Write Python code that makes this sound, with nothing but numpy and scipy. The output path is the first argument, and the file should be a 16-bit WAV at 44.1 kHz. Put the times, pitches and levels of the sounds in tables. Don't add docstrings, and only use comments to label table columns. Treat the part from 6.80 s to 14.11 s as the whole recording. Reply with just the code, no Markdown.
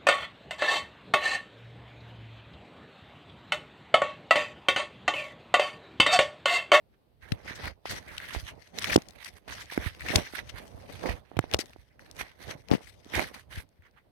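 import sys
import numpy as np
from scipy import signal
from scipy.fft import rfft, irfft, next_fast_len
from scipy.io import wavfile
from scipy.ndimage import uniform_filter1d

SR = 44100
rng = np.random.default_rng(int(sys.argv[2]) if len(sys.argv) > 2 else 0)


def boost(x):
    u = np.asarray(x, float) / 20
    return 10 ** u


def to_wav(sig):
    pcm = np.clip(np.atleast_2d(sig), -1, 1) * 32767
    pcm = np.round(pcm).astype(np.int16)
    wavfile.write(sys.argv[1], SR, pcm.T)


N = 322371
PORT_LAG_S = 0.00064
STEP = 32
LEAD = 64

# pitch_hz, level_db (per Hz)
AIR_COLOUR = [(15, -36), (25, -1), (80, -4), (470, -10.5), (1060, -23), (4480, -28), (4990, -33),
              (7110, -43.5), (8140, -37), (14800, -33), (16500, -46.5)]
# pitch_hz, likeness (0 to 1)
AIR_LIKENESS = [(330, 0.55), (1100, 0.0082)]

# pitch_hz, left_db, right_db (per Hz)
SCRAPE_COLOUR = [(475, -34.5, -27), (900, -14, -3.5), (1370, -9, -3.5), (1630, -8, 0.5), (2030, -2, 1.5),
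                 (2726, -9, -7), (3350, -11, -7.5), (4200, -11, -10), (5400, -13, -24), (5730, -10.5, -18),
                 (6600, -18.5, -23.5), (8350, -50.5, -46)]
GRIT_COLOUR = [(5560, -30.5, -29.5), (7900, -2.5, -2.5), (8400, -2.6, -2), (11300, -7.5, 3.5),
               (13100, -11, -4), (15300, -17.5, -10), (15900, -21, -17), (16400, -57.5, -61.5)]
# start_s, left_db, right_db, grit_over_scrape_db
SCUFFS = [(0.14, -76, -63, -27), (0.527, -87, -66, 6), (1.115, -41, -45, -6), (1.605, -52, -53.5, -4.5),
          (1.822, -57.5, -74, -9), (2.485, -55, -65, -5), (3.22, -50, -45, -16.5), (3.385, -46, -46, -4.5),
          (3.47, -42.5, -42, -19), (3.55, -51.5, -46.5, -1), (3.87, -68, -65, -5), (1.686, -43, -40, -11.5),
          (1.876, -62, -66, -9), (1.99, -55, -48, -6), (2.02, -44, -44, -14), (2.298, -58, -69, -12),
          (2.568, -62, -52, -4.5), (2.93, -42, -39, -11.5), (3.59, -41.5, -35, -15),
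          (3.696, -40.5, -46.5, -14.5), (3.789, -45, -37, -14.5), (4.64, -55, -52, -22),
          (5.087, -74, -71, -13), (5.41, -42, -35, -9.5), (5.625, -53, -42, -12),
          (5.709, -36.5, -35.5, -12.5), (5.368, -65, -78, 2), (6.786, -47.5, -42, -9),
          (7.06, -66, -59, -32), (7.186, -66, -60, -40.5)]
# start_s, length_s, left_db, right_db, grit_over_scrape_db
PUSHES = [
    (.66, 0.22, -40, -40.5, -19),
    (1.27, 0.3, -44, -39, -14),
    (2.38, 0.08, -53, -47, -10.5),
    (2.7, 0.14, -50.5, -54, -11),
    (2.97, 0.11, -41.5, -37.5, -15),
    (3.25, 0.05, -33.5, -40.5, -14),
    (3.97, 0.16, -57, -53.5, -7.5),
    (4.18, 0.084, -39, -41, -16.5),
    (6.25, 0.083, -51, -51, -12),
    (6.066, .022, -51, -59, -4),
]
JAMS = [
    (2.035, 0.11, -25, -33, -13),
    (4.722, 0.024, -38, -35.5, -14.5),
]
SLIDES = [(4.46, 0.16, -74, -59, -21), (4.86, 0.15, -63, -62, -7), (6.545, 0.049, -52.5, -49, -8),
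          (6.87, 0.39, -82, -82.5, -19), (1.74, 0.15, -68.5, -71, -9), (3.83, 0.1, -63, -69, -3),
          (5.78, 0.071, -68.5, -67.5, -5), (6.12, 0.14, -72, -78, -4.5), (6.35, 0.087, -34, -30, -12.5),
          (5.1, .09, -79, -75, -12), (5.887, .02, -62, -66, -14), (6.01, .04, -74, -68, -12),
          (3.13, .04, -58, -56, -14)]
SLIPS = [
    (.425, 0.27, -59, -52.5, -18),
    (.68, 0.042, -43.5, -43, -18.5),
    (2.18, .09, -53, -53.5, -7),
    (3.32, 0.13, -40.5, -40, -10),
    (4.285, 0.076, -42.5, -37.5, -14),
    (5.45, 0.1, -52.5, -52, -16.5),
    (5.945, 0.035, -46.5, -45, -15),
    (6.715, 0.061, -53, -46.5, -9.5),
]
GRABS = [
    (4.788, 0.026, -42, -47, -5),
    (5.913, 0.036, -41.5, -53, -17),
    (1.056, .13, -46, -49, -12.5),
    (2.679, 0.13, -49.5, -42.5, -13),
    (5.193, 0.11, -67, -62.5, -10),
]

# pitch_hz, level_db (per Hz)
CREAK_COLOUR = [(90, -28.5), (170, -1.5), (350, -5), (600, -2.5), (760, -6), (1200, -16), (2600, -50)]
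SWAY_COLOUR = [(20, -35), (45, 0), (70, 1.7), (100, 0), (160, -8), (420, -75)]
# start_s, left_db, right_db, tighten_db_per_s, slacken_db_per_s
SQUEEZES = [(.529, -58, -49, 147, 170), (.874, -65, -50, 120, 296), (1.12, -48, -41, 330, 186.5),
            (2.176, -43.5, -38.5, 86, 352.5), (2.71, -65, -51.5, 402, 150), (3.063, -58.5, -47.5, 67, 150),
            (3.374, -43, -32.5, 89, 229), (3.582, -62.5, -46, 245, 109.5), (4.277, -43.5, -34, 142, 128),
            (4.582, -55, -52, 245, 200), (4.745, -51.5, -47.5, 102, 70), (5.41, -73, -53, 145, 180),
            (5.695, -56.5, -45, 117, 127), (5.935, -34, -52, 415.5, 421), (6.38, -43.5, -30.5, 331, 225.5),
            (6.776, -63, -51, 123, 156)]
# start_s, length_s, left_db, right_db
HOLDS = [
    (0.662, 0.18, -58, -48.5),
    (1.172, 0.59, -62.5, -55),
    (1.95, 0.17, -61.5, -51),
    (2.25, 0.28, -73.5, -61.5),
    (2.69, .15, -69, -58.5),
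    (3.678, 0.47, -57.5, -53),
    (5.191, 0.14, -71, -63),
    (6.008, 0.3, -70, -63.5),
    (6.475, 0.11, -66, -57.5),
]

# start_s, left_peak_db, right_peak_db, length_ms
RUBS = [(.43, -50, -44, 25), (.83, -34, -36, 30), (.854, -27, -31, 6), (.875, -26, -32, 6),
        (1.27, -40, -38, 60), (1.42, -34, -34, 40), (2.057, -22, -30, 5), (2.07, -24, -32, 8),
        (2.096, -19, -29, 12), (2.13, -15, -26, 4), (2.9, -35, -31, 4), (3.02, -36, -32, 20),
        (3.262, -27, -34, 10), (3.318, -26, -27, 10), (3.46, -36, -35, 15), (3.58, -33, -30, 15),
        (6.338, -25, -21, 1.5), (6.348, -21, -19, 2), (6.37, -26, -24, 6), (6.44, -30, -28, 6),
        (7.05, -56, -52, 25), (7.17, -56, -52, 30), (6.07, -38, -48, 8), (5.1, -60, -58, 30)]
# start_s, left_peak_db, right_peak_db, length_ms
CATCHES = [(1.4019, -28.5, -35, 2), (1.5494, -30.5, -25, 4.3), (2.9767, -22.5, -22, 2.5),
           (3.0625, -40, -24, 1.1), (3.2081, -32, -28.5, 1.7), (3.2178, -31, -32.5, 3.8),
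           (4.2595, -23.5, -26.5, 2.1), (4.29, -43, -27, 5.4), (5.194, -38.5, -43.5, 1.9),
           (5.4122, -24, -21, 1.2), (5.9057, -33, -33, 1.2), (5.937, -24, -25.5, 0.77),
           (6.3534, -22, -20, 2.6), (6.3949, -30, -11, 1.1), (7.023, -51.5, -50, 1.5)]

# start_s, left_peak_db, right_peak_db, swing_hz
ROCKS = [
    (.5197, -16.5, -25, 140),
    (.5225, -45, -19, 105),
    (1.0553, -25, -45, 600),
    (1.0559, -45, -25, 740),
    (2.159, -8, -9, 900),
    (3.6325, -46, -41, 370),
    (4.7443, -30, -14, 560),
    (5.9141, -6.5, -15.5, 270),
    (5.9361, -9, -17, 280),
    (5.9505, -14.5, -24.5, 270),
]
# start_s, left_peak_db, right_peak_db, swing_hz
KNOCKS = [(2.1598, -11, 0, 420), (2.1773, -19.5, -14, 270), (2.9768, -20, -12.5, 336),
          (3.3039, -31, -22.5, 300), (3.3566, -26, -15, 680), (4.2791, -39, -33.5, 430),
          (4.7432, -9, -16, 792), (4.7901, -25.5, -21, 421), (6.2634, -43, -40, 294),
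          (6.3397, -39, -26, 387), (5.752, -38, -40, 150)]
# pitch_hz, width_hz, level_db
SHELL_RINGS = [(310, 110, -6), (760, 180, -1)]

# start_s, left_peak_db, pitch_hz, length_ms
NEAR_TICKS = [(0.52, -18, 2810, 3.3), (1.0572, -36, 2770, 1.9), (1.3805, -19, 3560, 2.4),
              (2.1622, -3, 4300, 1.8), (2.2865, -30.5, 4710, 1.8), (2.3084, -34.5, 4730, 1.6),
              (3.3584, -1.5, 4420, 3.5), (4.5679, -29, 2240, 5.2), (4.7139, -23, 3100, 1.8),
              (4.7385, -5, 3300, .9), (4.7445, -6.5, 3400, 2.3), (4.79, -18, 4275, 2.7),
              (4.811, -22.5, 4350, 1.9), (4.8587, -35, 3370, 1.5), (5.8863, -29.5, 3170, 1),
              (6.247, -37.5, 4100, 0.67), (7.112, -54, 4200, .84)]
# start_s, left_peak_db, right_peak_db, pitch_hz, length_ms
RASPS = [(1.093, -27, -40, 4600, 35), (2.14, -16, -32, 5000, 12), (.75, -36, -44, 5000, 20),
         (1.53, -32, -38, 4500, 25), (2.715, -38, -36, 3800, 30), (2.8, -38, -42, 5000, 30),
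         (4.798, -24, -36, 4500, 12), (5.918, -32, -40, 3000, 14), (5.939, -30, -38, 2500, 10),
         (5.9507, -26, -36, 2800, 2), (5.962, -38, -48, 4000, 2), (4.729, -28, -36, 2500, 3),
         (4.609, -46, -56, 5500, 3), (4.766, -40, -52, 4500, 6), (2.2205, -32, -42, 4000, 2),
         (2.858, -40, -42, 4000, 1.5), (2.943, -36, -40, 4500, 2), (3.149, -38, -37, 2500, 2),
         (1.283, -42, -52, 5500, 2), (5.366, -40, -40, 4500, 2), (6.891, -52, -58, 6500, 1),
         (4.896, -44, -46, 3500, 1.5), (4.933, -45, -41, 2200, 3), (3.872, -46, -50, 6500, 1),
         (6.353, -26, -28, 4500, 4), (5.516, -50, -47, 2200, 3), (5.712, -36, -34, 4500, 2),
         (3.3545, -22, -26, 2500, 3)]
# start_s, left_peak_db, right_peak_db, pitch_hz, length_ms
TICKS = [
    (1.987, -20.5, -13.5, 3420, 1.4),
    (1.9931, -29, -26, 7450, 2.3),
    (2.0433, -17, -14, 2482, 2.7),
    (2.4465, -27, -41.5, 5600, 2.6),
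    (3.286, -17, -31.5, 2490, 2.7),
    (4.591, -10, -18, 2200, 1.6),
    (5.3135, -29.5, -51, 6300, 0.86),
    (5.9143, -17.5, -32, 3190, 1.4),
]

# start_s, left_peak_db, right_peak_db, ring_hz
THUMPS = [(0.5202, -25, -24, 70), (0.8745, -48, -36.5, 81), (1.5621, -44, -22, 62),
          (1.6286, -51.0, -30.5, 69), (2.1572, -17.5, -29.5, 89.5), (2.9872, -31, -28.5, 69.5),
          (3.0629, -36, -19.5, 87), (3.299, -34, -32, 112), (3.356, -14, -20, 88.5),
          (3.945, -43, -35, 78.5), (4.291, -28, -20.5, 66.6), (4.57, -42, -23, 100),
          (4.5915, -35, -18, 116.6), (4.7377, -22.5, -26.5, 78.5), (4.985, -50.5, -42, 65),
          (5.4118, -40, -43, 59.7), (5.9107, -20.5, -36, 96.5), (6.7738, -27.5, -31.5, 73.6),
          (6.99, -47, -54, 74)]

# start_s, right_peak_db, swing_hz
PLUCKS = [(4.2393, -24, 516), (3.3853, -19, 260), (4.5905, -10.5, 330), (4.3073, -27, 560),
          (4.5157, -33, 490), (4.5682, -22.5, 278), (4.6405, -25, 450), (4.9616, -37, 400),
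          (6.0077, -37, 587), (6.3938, -12, 700), (.709, -33, 200), (6.426, -27, 600)]
# start_s, right_peak_db, swing_hz
TAPS = [(0.8722, -28, 674), (1.5489, -21.5, 740), (1.5615, -27.5, 338), (2.6785, -34.5, 473),
        (2.683, -34, 600), (2.9227, -29.5, 650), (3.0606, -33, 288), (3.5363, -30.5, 335),
        (4.2573, -20, 630), (4.2902, -20, 750), (3.262, -32, 350), (5.4115, -23.5, 900), (5.9057, -28, 500)]


def unit(x):
    return x / np.sqrt(np.mean(x ** 2, axis=-1, keepdims=True) + 1e-20)


def peaked(x):
    return x / np.abs(x).max(axis=-1, keepdims=True)


def ports(left_db, right_db):
    return boost([[left_db], [right_db]])


def along(points, hz):
    f, *columns = np.transpose(points)
    return np.array([np.interp(np.log(hz + 1), np.log(f + 1), column) for column in columns])


def wobble(rate):
    knots = rng.standard_normal((2, int(N * rate / SR) + 2))
    place = np.arange(N) * rate / SR
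    return np.array([np.interp(place, np.arange(len(k)), k) for k in knots])


def filtered(x, response):
    size = next_fast_len(N + 8192)
    return irfft(rfft(x, size) * response(np.fft.rfftfreq(size, 1 / SR)), size)[..., :N]


def add(out, start_s, sound):
    out[:, round(start_s * SR):][:, :sound.shape[1]] += sound


def air():
    def mid_and_side(hz):
        turn = np.arccos(np.clip(along(AIR_LIKENESS, hz)[0], -1, 1)) / 2
        return boost(along(AIR_COLOUR, hz)) * [np.cos(turn), np.sin(turn)]

    mid, side = filtered(rng.standard_normal((2, N)), mid_and_side)
    level_db = -70.5 + 1.1 * wobble(1)[0]
    return boost(level_db) * unit(np.array([mid + side, mid - side]))


def friction(colour, catch_db, grain_db, per_s):
    size_db = grain_db + 3.1 * np.minimum(rng.exponential(size=N), 2)
    grains = (rng.random(N) < per_s / SR) * boost(size_db)
    grains = [np.roll(grains, round(PORT_LAG_S * SR)), grains]
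    rough = boost(catch_db) * (rng.standard_normal((2, N)) + grains)
    return unit(filtered(rough, lambda hz: boost(along(colour, hz))))


def patchy(x, depth_db):
    z = signal.stft(x, nperseg=256)[2]
    field = uniform_filter1d(rng.standard_normal(z.shape), size=5, axis=1)
    field = uniform_filter1d(field, size=18, axis=2)
    return unit(signal.istft(z * boost(depth_db * field / field.std()), nperseg=256)[1][:, :N])


def contact(start_s, length_s, climb_db, press, let_go):
    t = np.arange(N // STEP + 1) * STEP / SR - start_s
    length_s = length_s + 1e-9
    held_db = climb_db * np.clip(t / length_s, 0, 1) - max(climb_db, 0)
    before, after = np.maximum(-t, 0), np.maximum(t - length_s, 0)
    quicken = 1 + (before + after) / 0.35
    return boost(held_db - (press * before + let_go * after) * quicken)


def control_db(gains):
    return np.repeat(20 * np.log10(gains), STEP, axis=-1)[..., :N]


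def strokes():
    scuffs = [(start_s, 0, *rest) for start_s, *rest in SCUFFS]
    # rows, then climb_db, press and let go in dB per s
    kinds = [(scuffs, 0, 396, 540), (PUSHES, 12.1, 190, 380), (JAMS, 16, 214, 1400),
             (SLIDES, -7, 850, 270), (SLIPS, -15.5, 1100, 240), (GRABS, 0, 8600, 660)]
    gains = boost(-105)
    for rows, *kind in kinds:
        for start_s, length_s, left_db, right_db, grit_db in rows:
            levels = np.array([ports(left_db, right_db), ports(left_db + grit_db, right_db + grit_db)])
            gains = gains + levels * contact(start_s, length_s, *kind)
    return control_db(gains)


def dragging():
    scrape_db, grit_db = strokes()
    catch = 0.45 * wobble(28)[0] + 0.82 * wobble(70) + 1.15 * wobble(250)
    scrape = patchy(friction(SCRAPE_COLOUR, 2.87 * catch, grain_db=14.5, per_s=260), depth_db=3.0)
    grit = boost(1.8 * wobble(17)) * friction(GRIT_COLOUR, 3.3 * catch, grain_db=10.5, per_s=30)
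    upper = filtered(scrape, lambda hz: 1 / (1 + (3300 / (hz + 1)) ** 4))
    bright_db = np.clip(0.74 * (grit_db - scrape_db + 14.5), -14, 6)
    scrape = scrape + (boost(bright_db) - 1) * upper
    return boost(scrape_db + 1.46) * scrape + boost(grit_db + 0.24) * grit


def squeezes():
    gains = ports(-81, -75.5)
    for start_s, left_db, right_db, tighten, slacken in SQUEEZES:
        gains = gains + ports(left_db, right_db) * contact(start_s, 0, 0, tighten, slacken)
    for start_s, length_s, left_db, right_db in HOLDS:
        hold = contact(start_s, length_s, climb_db=-2.5, press=350, let_go=210)
        gains = gains + ports(left_db, right_db) * hold
    return control_db(gains)


def grip():
    creak_db = squeezes()
    lumps_db = 4.2 * wobble(50) + 2.5 * wobble(11)
    sway_db = 0.74 * creak_db.max(axis=0) - 11.0 + np.array([[-4], [0]])
    creak = boost(creak_db + 3.4) * friction(CREAK_COLOUR, lumps_db, grain_db=21, per_s=41)
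    sway = boost(sway_db) * friction(SWAY_COLOUR, 5.7 * wobble(26), grain_db=11.5, per_s=12)
    return creak + sway


def bursts(rows, spread, spit_db):
    out = np.zeros((2, N + SR))
    t = np.arange(-LEAD, 8192 - LEAD) / SR
    hz = np.fft.rfftfreq(len(t), 1 / SR)
    spit = boost(spit_db) * (hz > 5000) * (hz < 16000)
    for start_s, left_db, right_db, pitch_hz, length_ms in rows:
        u = np.maximum(t, 0) / (length_ms * 0.00039)
        burst = u * np.exp(-u) * rng.standard_normal((2, len(t)))
        hump = np.exp(-(np.log((hz + 1) / pitch_hz) / spread) ** 2)
        colour = hump * np.sqrt(pitch_hz / (hz + 1)) + spit
        sound = irfft(rfft(burst) * colour, len(t))[:, :-4 * LEAD]
        add(out, start_s - 0.0006 - LEAD / SR, ports(left_db, right_db) * peaked(sound))
    return out[:, :N]


def cavity_rings():
    rows = [(start_s, left_db, right_db, 1940, length_ms)
            for start_s, left_db, right_db, length_ms in CATCHES + RUBS]
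    return bursts(rows, spread=0.3, spit_db=-30)


def blows(events, cycles, rise, drop, turn, gain_db, lag_s=PORT_LAG_S, right=1):
    out = np.zeros((2, N + SR))
    t = np.arange(SR // 6) / SR
    late = np.maximum(t - [[lag_s], [0]], 0)
    for start_s, left_db, right_db, swing_hz in events:
        turns = swing_hz * late
        swing = -np.sin(2 * np.pi * turns ** drop + [[turn], [0]])
        fade = boost(-60 * turns / cycles)
        swing = swing * fade * (1 - np.exp(-turns / rise))
        add(out, start_s, ports(left_db + gain_db, right_db + gain_db) * peaked(swing) * [[1], [right]])
    return out[:, :N]


def through_shell(x, soft_hz):
    def response(hz):
        ring = sum(boost(db) * 1j * hz * width / (pitch ** 2 - hz ** 2 + 1j * hz * width)
                   for pitch, width, db in SHELL_RINGS)
        return np.array([np.ones_like(ring), 1 + ring]) / (1 + 1j * hz / soft_hz) ** 2

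    return filtered(x, response)


def knocks():
    rocks = blows(ROCKS, cycles=4.6, rise=0.13, drop=0.7, turn=0.3, gain_db=1.5, lag_s=0.0001, right=-1)
    straight = blows(KNOCKS, cycles=4.6, rise=0.064, drop=0.72, turn=0.45, gain_db=1.5)
    return through_shell(rocks + straight, soft_hz=4800)


def slate_ticks():
    near = [(start_s, db, db - 16.5, pitch_hz, length_ms)
            for start_s, db, pitch_hz, length_ms in NEAR_TICKS]
    return bursts(TICKS + near + RASPS, spread=0.68, spit_db=-22.5)


def thumps():
    return blows(THUMPS, cycles=4.5, rise=0.27, drop=0.94, turn=1.9, gain_db=1.5)


def fingertips():
    out = np.zeros((2, N))
    for rows, right in [(PLUCKS, -1), (TAPS, 1)]:
        events = [(start_s, db - 41, db, swing_hz) for start_s, db, swing_hz in rows]
        out += blows(events, cycles=2.2, rise=0.056, drop=0.71, turn=0.58, gain_db=3.5, right=right)
    return through_shell(out, soft_hz=2800)


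def scene():
    steady = air() + dragging() + grip()
    return steady + cavity_rings() + knocks() + slate_ticks() + thumps() + fingertips()


def low_pass(x):
    return signal.sosfilt(signal.butter(12, 16820, fs=SR, output="sos"), x)


def record(dry):
    cut = signal.sosfilt(signal.butter(2, 42, "high", fs=SR, output="sos"), dry)
    soft = cut / (1 + np.abs(cut / 0.97) ** 6) ** (1 / 6)
    mix = filtered(soft, lambda hz: hz < 16600)
    return low_pass(mix)


dry = scene()
out = record(dry)
to_wav(out)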